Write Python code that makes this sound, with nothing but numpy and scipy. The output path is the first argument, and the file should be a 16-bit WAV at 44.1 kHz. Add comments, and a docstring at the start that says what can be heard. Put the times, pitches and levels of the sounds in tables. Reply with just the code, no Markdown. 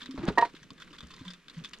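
"""A loose, hollow-sounding piece (wood or a slab) knocks twice on the rocks, each strike ringing its modes.
Someone is stepping down onto a lake shore at night, with a gritty scuff and a dull thud.
Around the step, small waves splash and tick on the stones and glug as air rings in the gaps between them.
Underneath lies a bed of low sloshing and the far hush of open water."""
import sys
import numpy as np
from scipy import signal
from scipy.fft import rfft, irfft
from scipy.io import wavfile

SR = 44100
rng = np.random.default_rng(int(sys.argv[2]) if len(sys.argv) > 2 else 0)


def waveform_to_disk(signal):
    """Save audio, clipped to [-1, 1], as 16-bit WAV at the path in sys.argv[1]."""
    frames = np.transpose(np.atleast_2d(signal))
    scaled = np.clip(frames, -1, 1) * 32767
    samples = np.round(scaled).astype(np.int16)
    wavfile.write(sys.argv[1], SR, samples)


N = 79380
TIME = np.arange(N) / SR

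# stereo image of the noise layers: (frequency [Hz], side level [dB], left over right [dB])
STEREO_IMAGE = [(300, -11.5, -1), (1120, -14.5, -2.5), (4160, -9, 2), (8630, 2, 0), (14000, 9, -6.5)]
# tone of the open lake's hush: (frequency [Hz], level [dB])
HUSH_EQ = [(30, -11.5), (90, -19.5), (190, -19.5), (750, -21), (1100, -9), (2400, -7), (3800, -13),
           (7000, -23), (11500, -37), (15000, -51.5)]
# tone of the low sloshing: (frequency [Hz], level [dB])
SLOSH_EQ = [(25, -0.5), (50, -1.5), (95, -17.5), (170, 3), (300, -5.5), (500, -9.5), (800, -25),
            (4000, -71)]
# fader ride of the trickle between splashes: (time [s], level [dB])
TRICKLE_RIDE = [(0, -57.5), (.1, -56.5), (.45, -56), (.6, -62.5), (.69, -70.5), (.85, -57.5), (1.05, -58.5),
                (1.3, -56), (1.42, -75.5), (1.57, -54.5), (1.7, -61.5), (1.8, -54.5)]
# tone of spray and trickle: (frequency [Hz], level [dB])
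SPRAY_EQ = [(700, -26.5), (1040, -0.5), (1600, -1.5), (2600, -4.5), (3700, -2), (5000, -9), (7500, -15.5),
            (11000, -36), (15000, -41)]
# small splashes on the stones: (time [s], level [dB], t60 [s], pitch of the hollow they ring [Hz])
SPLASH_HITS = [(0.007, -42.5, 0.046, 1734), (0.016, -45.5, 0.077, 3270), (0.03, -49, 0.089, 3860),
               (0.058, -42.5, 0.034, 3840), (0.109, -45, 0.045, 5140), (0.549, -49, 0.05, 3700),
               (0.564, -47.5, 0.032, 3260), (0.629, -49.5, 0.057, 6000), (0.704, -50, .04, 1120),
               (0.778, -56, 0.068, 1630), (0.799, -50, 0.15, 1440), (0.82, -51, 0.036, 3350),
               (0.929, -48, 0.077, 1210), (0.983, -44.5, 0.054, 3400), (1.005, -47, 0.049, 3460),
               (1.026, -51, 0.082, 1260), (1.104, -49, 0.16, 1063), (1.137, -47, 0.043, 4960),
               (1.165, -55, 0.017, 3670), (1.19, -51, 0.072, 1080), (1.249, -48, 0.12, 1000),
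               (1.279, -44, 0.064, 3350), (1.303, -44, 0.069, 4870), (1.334, -47.5, 0.063, 2630),
               (1.482, -46.5, 0.031, 3740), (1.497, -45.5, 0.03, 3860), (1.638, -45, 0.069, 3480),
               (1.6452, -40.5, 0.074, 3500), (1.7326, -39.5, 0.053, 2950)]
# brief ring of the pebbles: (frequency [Hz], level [dB])
PEBBLE_MODES = [(1600, 4), (1920, -1), (2560, -1), (3110, 4), (3530, 12), (4450, 3), (4900, 3)]
# single sharp drips: (time [s], level [dB], left over right [dB])
DRIP_HITS = [(0.254, -30.5, 1), (0.734, -43.5, 5), (1.071, -41, 9), (1.165, -40, 3), (1.336, -35.5, 0),
             (1.6944, -38, -2), (1.787, -37.5, 1)]
# air pockets ringing between the rocks: (time [s], pitch [Hz], level [dB], attack [s], t60 [s])
AIR_POCKETS = [(0.02, 252, -52, 0.0028, 0.67), (0.089, 268, -34.5, 0.0019, 0.31),
               (0.143, 280, -32.5, 0.0017, 0.092), (0.235, 336.7, -26, 0.0032, 0.11),
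               (0.283, 194.5, -14.5, 0.00095, 0.038), (0.302, 419, -28, 0.001, 0.079),
               (0.54, 300, -38, 0.0035, 0.018), (0.617, 165.5, -48.5, 0.0046, 0.17),
               (0.906, 297.5, -52, 0.0039, 0.22), (1.207, 135, -39.5, 0.0087, 0.032),
               (1.209, 264, -38.5, 0.0069, 0.069), (1.251, 182.7, -38, 0.028, 0.22),
               (1.564, 164.4, -33, 0.019, 0.11)]
# tone of grit under a sole: (frequency [Hz], level [dB])
GRIT_EQ = [(70, -10.5), (300, 6.5), (1000, 5.5), (2000, 0), (3000, -6), (4000, -2.5), (6000, -14.5),
           (10000, -28), (15000, -48.5)]
# contacts of sole and stone: (time [s], level [dB], t60 [s], low-pass [Hz])
SCUFF_HITS = [(0.175, -42, 0.3, 4500), (0.227, -42, 0.49, 2400), (0.266, -37, 0.079, 1150),
              (0.277, -31, 0.084, 5000), (0.285, -29, 0.039, 3650), (0.3809, -19, 0.041, 7430),
              (0.410, -30.5, 0.088, 5850), (0.43, -36.5, 0.039, 3010), (0.448, -35, 0.096, 6000)]
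# tone of the thuds: (frequency [Hz], level [dB])
THUD_EQ = [(25, -14.5), (55, -9.5), (90, -2.5), (160, 12), (260, 7.5), (400, -4.5), (650, -13.5),
           (3500, -66)]
# dull thuds of feet and shifting stones: (time [s], level [dB], t60 [s])
THUD_HITS = [(0.175, -36, 0.47), (0.231, -48, 0.072), (0.278, -34.5, 0.18), (0.634, -51.5, 0.2),
             (0.704, -45, 0.15), (1.026, -45, 0.12), (1.599, -48, 0.24)]
# deep weight of the steps: (time [s], pitch [Hz], level [dB], attack [s], t60 [s])
WEIGHT_THUMPS = [(0.18, 56.5, -35, 0.0079, 0.051), (0.283, 56.4, -30.5, 0.0061, 0.12),
                 (1.028, 64, -44.5, 0.0145, 0.16), (1.211, 77, -52, 0.019, 0.063)]
# modes of the loose piece besides its main note: (frequency [Hz], level [dB], t60 [s])
BODY_MODES = [(332, -18, 0.07), (491.5, -7, 0.034), (693, -7, 0.092), (1190, -9, .055), (1684, -19, 0.09),
              (1868, -5, 0.075), (2010, -19, .06), (2556, -23.5, 0.043)]
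# contacts that make up the two rattling knocks:
# (time [s], level [dB], low-pass [Hz], main note trim [dB], main note pitch [Hz], main note t60 [s])
KNOCK_HITS = [(0.37509, -16, 1750, -2, 955, .05), (0.38046, -13.5, 3200, -3, 965, .05),
              (0.39224, -19, 1400, 0, 940, .085), (0.4239, -17, 1300, 3, 945, .075),
              (0.42816, -31, 950, 11.5, 938, .07), (0.446, -44, 950, 6, 970, .1)]

HUSH_DB, SLOSH_DB, SLOSH_FOLLOW = -65, -59.5, 0.52  # follow: share of the trickle's swing in dB
DROPLETS_PER_S, DROPLET_SPREAD_DB, DROPLET_T60_CYCLES, DROPLET_TILT_DB_PER_OCTAVE = 700, 3, 24, 1
TRICKLE_NOISE_DB, TRICKLE_DROPLET_DB, CLUMPS_PER_S, CLUMP_DEPTH_DB = -6.5, -3, 80, 4
SPLASH_TRIM_DB, SPLASH_DROPLET_DB, SPRAY_LOW_CUT_HZ = -3, -9, 787
HOLLOW_Q, HOLLOW_DB, PEBBLE_Q, PEBBLE_SPREAD_DB = 14, 11, 55, 2.5
DRIP_HZ, DRIP_T60_S = 6770, 0.0014
MAIN_NOTE_DB, CHATTER_DB, ECHO_DB = 3.5, -39, -35
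LEFT_LAG_S, PEAK_LIMIT, STOPBAND_HZ = 0.00003, 0.62, 15800


def from_db(db):
    """Decibels to gain."""
    return 10 ** (np.asarray(db) / 20)


def unit_rms(x):
    """Scale to rms 1."""
    return x / np.sqrt(np.mean(x ** 2) + 1e-20)


def eq_curve(points, column=1):
    """A table's column drawn across the spectrum on a log frequency axis."""
    points = np.array(points)
    return np.interp(np.log(np.fft.rfftfreq(N, 1 / SR) + 1), np.log(points[:, 0]), points[:, column])


def cut(x, hz, kind="low", order=2):
    """Low- or high-pass."""
    return signal.sosfilt(signal.butter(order, hz, kind, fs=SR, output="sos"), x + 1e-18)


def texture(eq, grain_db=0):
    """Stereo noise shaped by an EQ, rms 1; grain roughens it into tiny uneven impacts."""
    grains = from_db(grain_db * np.minimum(rng.exponential(1, N // 8 + 1), 5)).repeat(8)[:N]
    mid, side = rfft(rng.standard_normal((2, N)) * grains) * from_db(eq_curve(eq))
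    sign = np.array([[1], [-1]])
    width = from_db(eq_curve(STEREO_IMAGE))
    balance = from_db(sign * eq_curve(STEREO_IMAGE, 2) / 2)
    return unit_rms(irfft((mid + sign * side * width) * balance, N))


def envelope(start, attack, t60):
    """A straight rise, then an exponential tail."""
    age = TIME - start
    return np.clip(age / attack, 0, 1) * from_db(-60 * np.clip((age - attack) / t60, 0, 3))


def click(start):
    """A unit impulse."""
    return np.maximum(0, 1 - np.abs(np.arange(N) - start * SR))


def ring(x, hz, t60):
    """One mode: a unit click sets a sine of height 1 ringing."""
    radius, angle = np.exp(-np.log(1000) / (t60 * SR)), 2 * np.pi * hz / SR
    return signal.lfilter([0, np.sin(angle)], [1, -2 * radius * np.cos(angle), radius ** 2], x + 1e-18)


def resonate(x, hz, q):
    """A resonance with unit gain at its peak."""
    return signal.lfilter(*signal.iirpeak(hz, q, fs=SR), x + 1e-18)


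def tone(start, hz, db, attack, t60, glide=0):
    """A damped sine whose pitch glides by a share per second."""
    age = TIME - start
    phase = 2 * np.pi * hz * age * (1 + glide * age / 2)
    return from_db(db) * envelope(start, attack, t60) * np.sin(phase)


def pan(x, pan_db):
    """Place a mono source; positive is left."""
    return np.array([x * from_db(pan_db / 2), x * from_db(-pan_db / 2)])


def trickle_db():
    """How lively the water is over time."""
    return np.interp(TIME, *np.transpose(TRICKLE_RIDE))


def lake():
    """The bed: low sloshing swells with the trickle, over the far hush."""
    swell_db = trickle_db() - trickle_db().mean()
    slosh = from_db(SLOSH_DB + SLOSH_FOLLOW * swell_db) * texture(SLOSH_EQ)
    return slosh + from_db(HUSH_DB) * texture(HUSH_EQ)


def droplets(pitch_count=28):
    """Tiny bubbles burst at random, each with its own pitch, size and pan; rms 1."""
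    pops = rng.random(N) < DROPLETS_PER_S / SR
    sizes = from_db(DROPLET_SPREAD_DB * np.minimum(rng.exponential(1, N), 4))
    polarity = rng.choice([-1, 1], N)
    pans = 1 + np.array([[1], [-1]]) * rng.standard_normal(N) / 2
    kicks = pops * sizes * polarity * pans
    pitch_index = rng.integers(0, pitch_count, N)
    fizz = 0
    for k, hz in enumerate(np.geomspace(1000, 11000, pitch_count)):
        db = np.interp(hz, *np.transpose(SPRAY_EQ)) + DROPLET_TILT_DB_PER_OCTAVE * np.log2(hz)
        fizz += from_db(db) * np.sqrt(hz) * ring(kicks * (pitch_index == k), hz, DROPLET_T60_CYCLES / hz)
    return unit_rms(fizz)


def trickle():
    """A thin run of water and bubbles rustles in little clumps."""
    water = from_db(TRICKLE_NOISE_DB) * texture(SPRAY_EQ) + from_db(TRICKLE_DROPLET_DB) * droplets()
    clumps = np.interp(TIME * CLUMPS_PER_S, np.arange(N), rng.standard_normal(N))
    return water * from_db(trickle_db() + CLUMP_DEPTH_DB * clumps)


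def splashes():
    """Each burst of spray rings a hollow of its own and the pebbles, a little differently each time."""
    spray = texture(SPRAY_EQ, grain_db=3.5) + from_db(SPLASH_DROPLET_DB) * droplets()
    mix = 0
    for start, db, t60, hollow_hz in SPLASH_HITS:
        hit = spray * from_db(db + SPLASH_TRIM_DB) * envelope(start, attack=0.0012, t60=t60)
        mix += hit + from_db(HOLLOW_DB) * resonate(hit, hollow_hz, HOLLOW_Q)
        for hz, mode_db in PEBBLE_MODES:
            mix += from_db(mode_db + PEBBLE_SPREAD_DB * rng.standard_normal()) * resonate(hit, hz, PEBBLE_Q)
    return mix


def drips():
    """Lone drops tick on stone."""
    return sum(pan(ring(from_db(db) * click(start), DRIP_HZ, DRIP_T60_S), pan_db)
               for start, db, pan_db in DRIP_HITS)


def glugs():
    """Trapped air rings, dead centre; the pitch sags as the pocket changes shape."""
    return sum(tone(*pocket, glide=-0.24) for pocket in AIR_POCKETS)


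def footsteps():
    """Grit crunches under each contact, the ground thuds, and shifting weight adds a deep thump."""
    grit = texture(GRIT_EQ, grain_db=2.5)
    scuffs = sum(cut(grit * from_db(db) * envelope(start, attack=0.002, t60=t60), hz, order=1)
                 for start, db, t60, hz in SCUFF_HITS)
    thud_gain = sum(from_db(db) * envelope(start, attack=0.008, t60=t60) for start, db, t60 in THUD_HITS)
    thumps = sum(tone(*thump) for thump in WEIGHT_THUMPS)
    return scuffs + thud_gain * texture(THUD_EQ) + thumps


def knocks():
    """Each strike and its chatter ring the loose piece; its main note shifts with how it rests."""
    body = 0
    for start, db, contact_hz, main_db, main_hz, main_t60 in KNOCK_HITS:
        chatter = rng.standard_normal(N) / 2 * envelope(start, attack=0.00067, t60=0.06)
        force = from_db(db) * cut(click(start) + from_db(CHATTER_DB) * chatter, contact_hz, order=1)
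        body -= from_db(MAIN_NOTE_DB + main_db) * ring(force, main_hz, main_t60)
        for k, (hz, mode_db, t60) in enumerate(BODY_MODES):
            polarity = (-1) ** (k + (hz > main_hz))  # alternates up the modes, main note included
            body += polarity * from_db(mode_db) * ring(force, hz, t60)
    body = cut(body, hz=150, kind="high")  # keeps low rumble out of the knocks
    scatter = rng.standard_normal((2, N)) * envelope(0.0041, attack=0.005, t60=0.2)  # off the rocks
    echo = signal.fftconvolve(body[None], unit_rms(scatter) / np.sqrt(N), axes=1)[:, :N]
    return pan(body, pan_db=-3) + from_db(ECHO_DB) * echo


def scene():
    """The shore mix, with the left channel a hair late."""
    foreground = knocks() + footsteps()
    bright_water = cut(splashes() + trickle(), SPRAY_LOW_CUT_HZ, "high", order=4)
    left, right = foreground + glugs() + bright_water + drips() + lake()
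    return np.array([np.interp(TIME - LEFT_LAG_S, TIME, left), right])


def record(dry):
    """Master chain: soft-clip the loudest peaks, then cut the top steeply."""
    rounded = PEAK_LIMIT * np.tanh(dry / PEAK_LIMIT)
    return signal.sosfilt(signal.cheby2(12, 70, STOPBAND_HZ, fs=SR, output="sos"), rounded)


dry = scene()
out = record(dry)
waveform_to_disk(out)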